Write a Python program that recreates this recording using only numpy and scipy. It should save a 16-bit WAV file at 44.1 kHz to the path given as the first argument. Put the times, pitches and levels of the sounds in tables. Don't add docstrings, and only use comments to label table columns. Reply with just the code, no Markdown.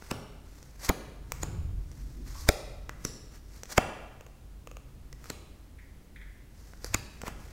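import sys
import numpy as np
from scipy import signal
from scipy.fft import rfft, irfft
from scipy.io import wavfile
from scipy.ndimage import uniform_filter1d

SR = 44100
rng = np.random.default_rng(int(sys.argv[2]) if len(sys.argv) > 2 else 0)


def wrap_up_sound(samples):
    columns = np.atleast_2d(samples).T
    tamed = np.clip(columns, -1, 1)
    steps = np.round(tamed * 32767).astype(np.int16)
    wavfile.write(sys.argv[1], SR, steps)


N = 331632
SIZE = 4096
PRE_ROLL_S = SIZE / 4 / SR
TIME_S = np.arange(N) / SR
BIN_HZ = np.maximum(np.arange(SIZE // 2 + 1) * SR / SIZE, 1)


def undb(db):
    return 10 ** (np.asarray(db) / 20)

def unit(x):
    return x / np.sqrt(np.mean(x ** 2))

def along(hz, points):
    point_hz, value = np.transpose(points)
    return np.interp(np.log(np.maximum(hz, 1)), np.log(point_hz), value)

def tint(x, points):
    hz = np.arange(N // 2 + 1) * SR / N
    return unit(irfft(rfft(x) * undb(along(hz, points)), N))

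def add(track, s, x):
    i = max(int(s * SR), 0)
    track[i:i + len(x)] += x[:max(N - i, 0)]

def swell(s, rise_s, fall_s):
    return np.exp(-.5 * ((TIME_S - s) / np.where(TIME_S < s, rise_s, fall_s)) ** 2)

def bell(hz, width_hz):
    return np.exp(-.5 * ((BIN_HZ - hz) / width_hz) ** 2)

def hump(hz, octaves):
    return np.exp(-.5 * (np.log2(BIN_HZ / hz) / octaves) ** 2)

def colour_db(resonances):
    return sum(db * bell(hz, width_hz) for hz, width_hz, db in resonances)

def grip_db(grip):
    return sum(db * bell(hz, 100 + 0.047 * hz) for hz, db in grip)

def low_cut_db(hz):
    return -10 * np.log10(1 + (hz / BIN_HZ) ** 2)

def below(hz):
    return 1 / (1 + (BIN_HZ / hz) ** 4)

def ring(push, db):
    cepstrum = irfft(db * np.log(10) / 20)
    cepstrum[1:SIZE // 2] *= 2
    cepstrum[SIZE // 2 + 1:] = 0
    return irfft(np.exp(rfft(cepstrum)) * rfft(push))

def scuff(rise_ms, fall_ms, release, smooth_bins=11):
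    ms = (np.arange(SIZE) - SIZE // 4) * 1000 / SR
    envelope = np.exp(-np.where(ms < 0, .5 * (ms / rise_ms) ** 2, ms / fall_ms))
    slips = rng.standard_normal(SIZE) * envelope
    slips = slips / np.linalg.norm(slips) + release * (ms == 0)
    power = uniform_filter1d(np.abs(rfft(slips)) ** 2, smooth_bins)
    return ring(slips, -10 * np.log10(power + 0.0047))

# (thud, body, crack, edge, fizz) [Hz]
BAND_HZ = [170, 600, 1900, 5500, 13000]
def contact_db(bands_db, level_db, tilt_db_oct, pivot_hz=1900):
    tilted_db = bands_db + tilt_db_oct * np.log2(np.array(BAND_HZ) / pivot_hz)
    return along(BIN_HZ, list(zip(BAND_HZ, tilted_db))) + level_db


# (frequency [Hz], gain [dB])
FLOOR_SPECTRUM = [(100, -37.5), (170, -6), (392, -14.5), (643, -20), (1050, -24), (2950, -29.5),
                  (16000, -36)]
def noise_floor(level_db=-60.5):
    return undb(level_db) * tint(rng.standard_normal(N), FLOOR_SPECTRUM)

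# (frequency [Hz], gain [dB])
TABLE_SPECTRUM = [(15, -4), (33, -4.5), (47, 10.5), (62, -7.5), (78, 3), (100, -14.5), (128, -4),
                  (170, -20), (300, -20), (700, -58.5)]
# (peak time [s], rise [s], fall [s], level [dB])
LEANS = [(1.649, 0.32, 0.92, -43.5), (5.1, 0.2, 0.27, -52.5), (7.3, 0.26, 0.36, -54)]
def table_rumble(rest_db=-49.5):
    weight = undb(rest_db) + sum(undb(db) * swell(s, rise_s, fall_s) for s, rise_s, fall_s, db in LEANS)
    return tint(rng.standard_normal(N), TABLE_SPECTRUM) * weight

# (centre [Hz], width [Hz], gain [dB])
CORNER_RESONANCES = [(481, 46, 7), (870, 200, -3), (4000, 1360, -8), (10600, 1400, -9.5)]
def tick(db):
    push = scuff(rise_ms=0.01, fall_ms=1.0, release=0.29, smooth_bins=51)
    return ring(push, db + colour_db(CORNER_RESONANCES) + low_cut_db(120))

# (centre [Hz], width [Hz], gain [dB])
CARD_RESONANCES = [(2140, 700, 5), (2920, 390, -6), (7370, 760, 6.5), (13400, 820, 4.5)]
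# (centre [Hz], width [Hz], gain [dB])
FINGER_RESONANCES = [(5730, 340, 4)]
# (thud, body, crack, edge, fizz) [dB]
FLICK_BANDS_DB = [-3.5, -8.5, -14, -18, -28]
# (time [s], level [dB], tilt [dB/oct], pitch [Hz], grip peaks [(Hz, dB)])
FLICKS = [ (0.022, -7, -2, 1420, []), (0.628, -10, 0, 6260, []), (1.3204, 10.5, 3.5, 960, [(2450, 7.5)]),
          (1.9157, -12, 0, 5770, []), (2.8940, 6, -0.5, 1770, [(450, -7), (1080, 2.5)]),
          (3.634, 2.5, 0, 6000, []), (3.6562, -8, 0.5, 3290, []), (5.128, -6.5, 1, 5280, [(2000, 11.5)]),
          (5.2420, -8, 3, 1303, []), (5.2570, -7, 1.5, 1296, []), (6.735, -9.5, -1.5, 1480, []),
          (6.8449, 6.5, -0.7, 5600, [(3000, -28), (4650, 12), (11200, 19.5)]),
          (7.217, 1, 1, 2830, [(1300, 9.5), (3800, -12), (7900, 7)]), (7.2347, -1, -3.5, 800, [])]
def corner_flicks():
    out = np.zeros(N)
    for s, level_db, tilt_db_oct, hz, grip in FLICKS:
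        pitch_db = 7 * hump(hz, octaves=0.69) + 4 * bell(hz, 0.059 * hz)
        hand_db = colour_db(FINGER_RESONANCES) + 0.31 * colour_db(CARD_RESONANCES) + grip_db(grip)
        db = contact_db(FLICK_BANDS_DB, level_db, tilt_db_oct) + pitch_db + hand_db
        add(out, s - PRE_ROLL_S, tick(db))
    return out

def friction(spectrum, grain_db, snags_per_s=200, snag_db=-8.5, spread_db=2.5):
    catches = np.repeat(rng.standard_normal(N // 32 + 1), 32)[:N]
    slips = unit(rng.standard_normal(N) * undb(grain_db * catches))
    snagged = rng.random(N) < snags_per_s / SR
    snags = unit(snagged * undb(-spread_db * rng.uniform(-1, 1, N)))
    return tint(slips + undb(snag_db) * snags, spectrum)

def snap_strokes(follow=0.66):
    rows = []
    for s, level_db, *_, thumb_s, pull_s, pull_db, _ in DRAWS:
        thumb = (s - thumb_s, 0.28 * thumb_s, 0.45 * thumb_s, -65, -67)
        pull = (s - 0.58 * pull_s, 0.18 * pull_s, 0.058 * pull_s, pull_db, pull_db - 2)
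        release = (s - 0.0017, 0.0073, 0.0055, -44 + follow * level_db, -41 + follow * level_db)
        rows += [thumb, pull, release]
    for s, level_db, rise_ms, *_ in DRAWS + LAYS:
        scrape_db = -62 + follow * level_db
        scrape_rise_s = 0.033 * rise_ms
        rows.append((s - 0.0026, scrape_rise_s, 0.02, scrape_db, scrape_db + 2.5))
    return rows

# (peak time [s], rise [s], fall [s], hiss [dB], rasp [dB])
SLIDES = [(0.107, 0.0038, 0.0044, -59, -58), (0.859, 0.011, 0.0068, -38, -45),
          (1.425, 0.007, 0.0064, -52, -70), (2.277, 0.015, 0.023, -61.5, -59),
          (2.398, 0.021, 0.038, -50.5, -60), (3.044, 0.0035, 0.008, -55, -62.5),
          (3.355, 0.031, 0.023, -61.5, -59.5), (3.57, 0.043, 0.027, -66, -68.5),
          (5.288, 0.024, 0.018, -64, -65), (6.868, 0.011, 0.017, -58, -64),
          (7.268, 0.0094, 0.016, -55, -43.5), (7.470, 0.082, 0.073, -62, -59)]
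def card_slides(pressure_db=2.0):
    hiss = friction([(1500, -32), (3100, -13.5), (4300, -2), (5800, 1), (7500, -3.5), (10000, -10.5),
                     (13500, -9), (16000, -24)], grain_db=-1)
    rasp = friction([(100, -8), (400, -3), (1100, -2.5), (2000, -2.5), (3000, -13), (6000, -20.5)],
                    grain_db=2)
    out = np.zeros(N)
    for s, rise_s, fall_s, hiss_db, rasp_db in SLIDES + snap_strokes():
        out += swell(s, rise_s, fall_s) * (undb(hiss_db) * hiss + undb(rasp_db) * rasp)
    pressure = unit(uniform_filter1d(rng.standard_normal(N), 400))
    return out * undb(pressure_db * pressure)

def reflection_db(delay_ms, echo_db=-11):
    echo = undb(echo_db) * np.exp(-2j * np.pi * BIN_HZ * delay_ms / 1000)
    return 20 * np.log10(np.abs(1 + echo))

def snap(db, grip, echo_ms, rise_ms, lag_s, flap_ms, room_db):
    db = db + low_cut_db(70)
    near_db = db + grip_db(grip) + colour_db(CARD_RESONANCES) + reflection_db(echo_ms)
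    feed_db = db + room_db + 0.77 * grip_db(grip)
    low, dull = below(1600), below(6500)
    scrape, fizz = (1 - low) * dull, 1 - dull
    out = np.zeros((2, SIZE))
    for track, gain_db in zip(out, (near_db, feed_db)):
        for share, ms in ((scrape, rise_ms), (fizz, 0.47 * rise_ms)):
            slips = scuff(ms, fall_ms=0.69, release=0.52, smooth_bins=35)
            track += ring(slips, gain_db + 10 * np.log10(share + 1e-4))
        flap = ring(scuff(0.8, flap_ms, release=0.52), gain_db + 10 * np.log10(low + 1e-4))
        track += np.roll(flap, int(lag_s * SR))
    return out

# (thud, body, crack, edge, fizz) [dB]
LAY_BANDS_DB = [9, 0, -10, -10, -19.5]
# (time [s], level [dB], rise [ms], tilt [dB/oct], flap pitch [Hz], echo delay [ms],
# grip peaks [(Hz, dB)])
LAYS = [ (0.114, 4, 2.9, -0.73, 530, 0.76, [(1280, 5.5), (2750, 10.5), (5500, 7.5), (6100, -5.5)]),
        (1.4331, 0, 2.8, -0.28, 1170, 1.17, [(380, 5.5), (6900, 13), (8300, 4)]),
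        (3.0510, 1.9, 1.1, -0.38, 5920, 0.645, [(460, 4), (800, -14), (3300, -9), (5700, 12.5), (7700, 9),
        (10500, 8)]), (5.302, -2, 2.1, 0.76, 1490, 0.67, [(420, 6.5), (2100, 3), (4200, 8.5), (7900, 4.5)]),
        (7.281, -2.5, 4.1, -0.98, 1320, 1.03, [(1350, 5), (2950, 5.5), (4100, -15)])]
def card_lays(flap_db=3.5):
    near, feed = np.zeros((2, N))
    for s, level_db, rise_ms, tilt_db_oct, hz, echo_ms, grip in LAYS:
        db = contact_db(LAY_BANDS_DB, level_db, tilt_db_oct) + flap_db * hump(hz, octaves=0.9)
        direct, spread = snap(db, grip, echo_ms, rise_ms, lag_s=0.00061, flap_ms=5, room_db=-2)
        add(near, s - PRE_ROLL_S, direct)
        add(feed, s - PRE_ROLL_S, spread)
    return near, feed

def stray_edges(per_draw=5):
    out = np.zeros(N)
    for s, *_, thumb_s, _, _, _ in DRAWS:
        for when, strength in rng.standard_normal((per_draw, 2)):
            tick_s = s - thumb_s * (1 - 0.15 * when)
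            db = contact_db(FLICK_BANDS_DB, level_db=-20 + 2 * strength, tilt_db_oct=-0.7)
            add(out, tick_s - PRE_ROLL_S, tick(db))
    return out

# (thud, body, crack, edge, fizz) [dB]
DRAW_BANDS_DB = [14.5, 13, 4, 2, -6]
# (time [s], level [dB], rise [ms], tilt [dB/oct], flap pitch [Hz], flap lag [s],
# flap fall [ms], puff [dB], echo delay [ms], thumb lead [s], pull length [s], pull [dB],
# grip peaks [(Hz, dB)])
DRAWS = [ (0.8935, 1.6, 2.2, -0.081, 317, 0.0046, 5.4, -8.5, 0.9, 0.32, 0.099, -49, [(1030, 0.5),
         (2250, 2.5), (2750, -2), (5550, -4), (8100, -13)]),
         (2.4897, 3, 1.28, 0.79, 624, 0.0011, 3.9, -2.5, 0.555, 0.48, 0.23, -53.5, [(620, 6), (1000, -12),
         (2300, 8.5), (3000, -10), (3700, 9), (4900, 7.5)]),
         (3.78, 4.5, 1.77, -1.4, 1472, 0.001736, 2.5, -14.5, 0.555, 0.22, 0.091, -42.5, [(680, 7),
         (2650, 5.5), (3100, 4), (3950, -11.5), (7100, 6.5), (11800, -20)]),
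         (6.9454, -4.5, 2.2, 1, 3240, 0.0014, 3.1, -17.5, 0.85, 0.29, 0.15, -59, [(270, 9), (1100, 3),
         (2450, 4), (3150, -6), (6700, 6)])]
def card_draws(flap_db=6.5, puff_hz=58, puff_s=0.0039):
    near, feed = np.zeros((2, N))
    t = TIME_S[:SIZE]
    puff = np.sin(2 * np.pi * puff_hz * t) * np.exp(-t / puff_s)
    for s, level_db, rise_ms, tilt_db_oct, hz, lag_s, flap_ms, puff_db, echo_ms, *_, grip in DRAWS:
        db = contact_db(DRAW_BANDS_DB, level_db, tilt_db_oct) + flap_db * hump(hz, octaves=0.9)
        direct, spread = snap(db, grip, echo_ms, rise_ms, lag_s, flap_ms, room_db=-9)
        add(near, s - PRE_ROLL_S, direct)
        add(near, s - .001, undb(puff_db) * puff)
        add(feed, s - PRE_ROLL_S, spread)
    return near, feed

# (time [s], pitch [Hz], level [dB], relative overtone [dB])
CHIRPS = [(0.874, 1090, -9, -21), (2.354, 1080, -4.5, -18), (2.471, 1010, -2, -14), (5.789, 1990, -12, -22),
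          (6.163, 1980, -7.5, -13.5), (6.217, 1900, -9, -13)]
def card_chirps(overtone_ratio=1.8, leak=0.025):
    out = np.zeros(N)
    for s, hz, db, overtone_db in CHIRPS:
        width_hz = 0.16 * hz
        gain = bell(hz, width_hz) + undb(overtone_db) * bell(overtone_ratio * hz, width_hz) + leak
        slips = scuff(rise_ms=2.5, fall_ms=9, release=0.093)
        add(out, s - PRE_ROLL_S, ring(slips, db + 20 * np.log10(gain)))
    return out

# (peak time [s], rise [s], fall [s], pitch [Hz], level [dB])
THUDS = [(1.48, 0.1, 0.26, 120, -40.5), (1.72, 0.15, 0.051, 74.4, -33), (2.174, 0.01, 0.046, 264, -47),
         (6.966, 0.07, 0.064, 95, -44.5)]
def soft_thuds():
    out = np.zeros(N)
    for s, rise_s, fall_s, hz, db in THUDS:
        spectrum = [(hz / 3, -12), (hz, 0), (1.4 * hz, -7), (1.7 * hz, -22), (20 * hz, -70)]
        out += undb(db) * swell(s, rise_s, fall_s) * tint(rng.standard_normal(N), spectrum)
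    return out

# (thud, body, crack, edge, fizz) [dB]
TAP_BANDS_DB = [-29, -7, -20, -24.5, -32]
# (centre [Hz], width [Hz], gain [dB])
TAP_RESONANCES = [(1200, 96, 6.8), (2730, 350, 12), (6640, 450, 8.1)]
# (time [s], level [dB])
TAPS = [(4.209, -1.5), (4.265, -3.5), (4.673, 3), (4.7143, -1), (4.769, 2)]
def nail_taps():
    out = np.zeros(N)
    for s, level_db in TAPS:
        db = contact_db(TAP_BANDS_DB, level_db, tilt_db_oct=0) + colour_db(TAP_RESONANCES)
        add(out, s - PRE_ROLL_S, tick(db))
    return out

# (frequency [Hz], T60 [s])
ROOM_T60 = [(150, 1), (2500, 1), (6000, 0.72), (9500, 0.72), (15000, 0.36)]
def room(x, gap_s=0.00082, build_s=0.0054):
    t, hz = TIME_S[:SR], np.arange(SR // 2 + 1)
    noise = rfft(rng.standard_normal(SR))
    centres_hz = np.geomspace(100, 16000, 12)
    tail = np.zeros(SR)
    for centre_hz, share in zip(centres_hz, np.eye(len(centres_hz))):
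        band = irfft(noise * along(hz, list(zip(centres_hz, share))), SR)
        tail += band * np.exp(-np.log(1000) * t / along(centre_hz, ROOM_T60))
    tail *= 1 - np.exp(-np.maximum(t - gap_s, 0) / build_s)
    return signal.fftconvolve(x, tail / np.linalg.norm(tail))[:N]

def scene():
    draws, draw_feed = card_draws()
    lays, lay_feed = card_lays()
    ticks = corner_flicks() + nail_taps() + stray_edges()
    slides, chirps = card_slides(), card_chirps()
    snap_feed = draw_feed + lay_feed
    echo = room(undb(-3.5) * snap_feed + undb(-11.5) * ticks + undb(-14.5) * slides + undb(-2) * chirps)
    cards = draws + lays + ticks + slides + chirps
    return (cards + echo + noise_floor() + table_rumble() + soft_thuds())[None]

def record(dry, ceiling=0.9, top_hz=15700):
    low_pass = signal.ellip(8, .2, 70, top_hz, fs=SR, output="sos")
    return signal.sosfilt(low_pass, np.clip(dry, -ceiling, ceiling))


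dry = scene()
out = record(dry)
wrap_up_sound(out)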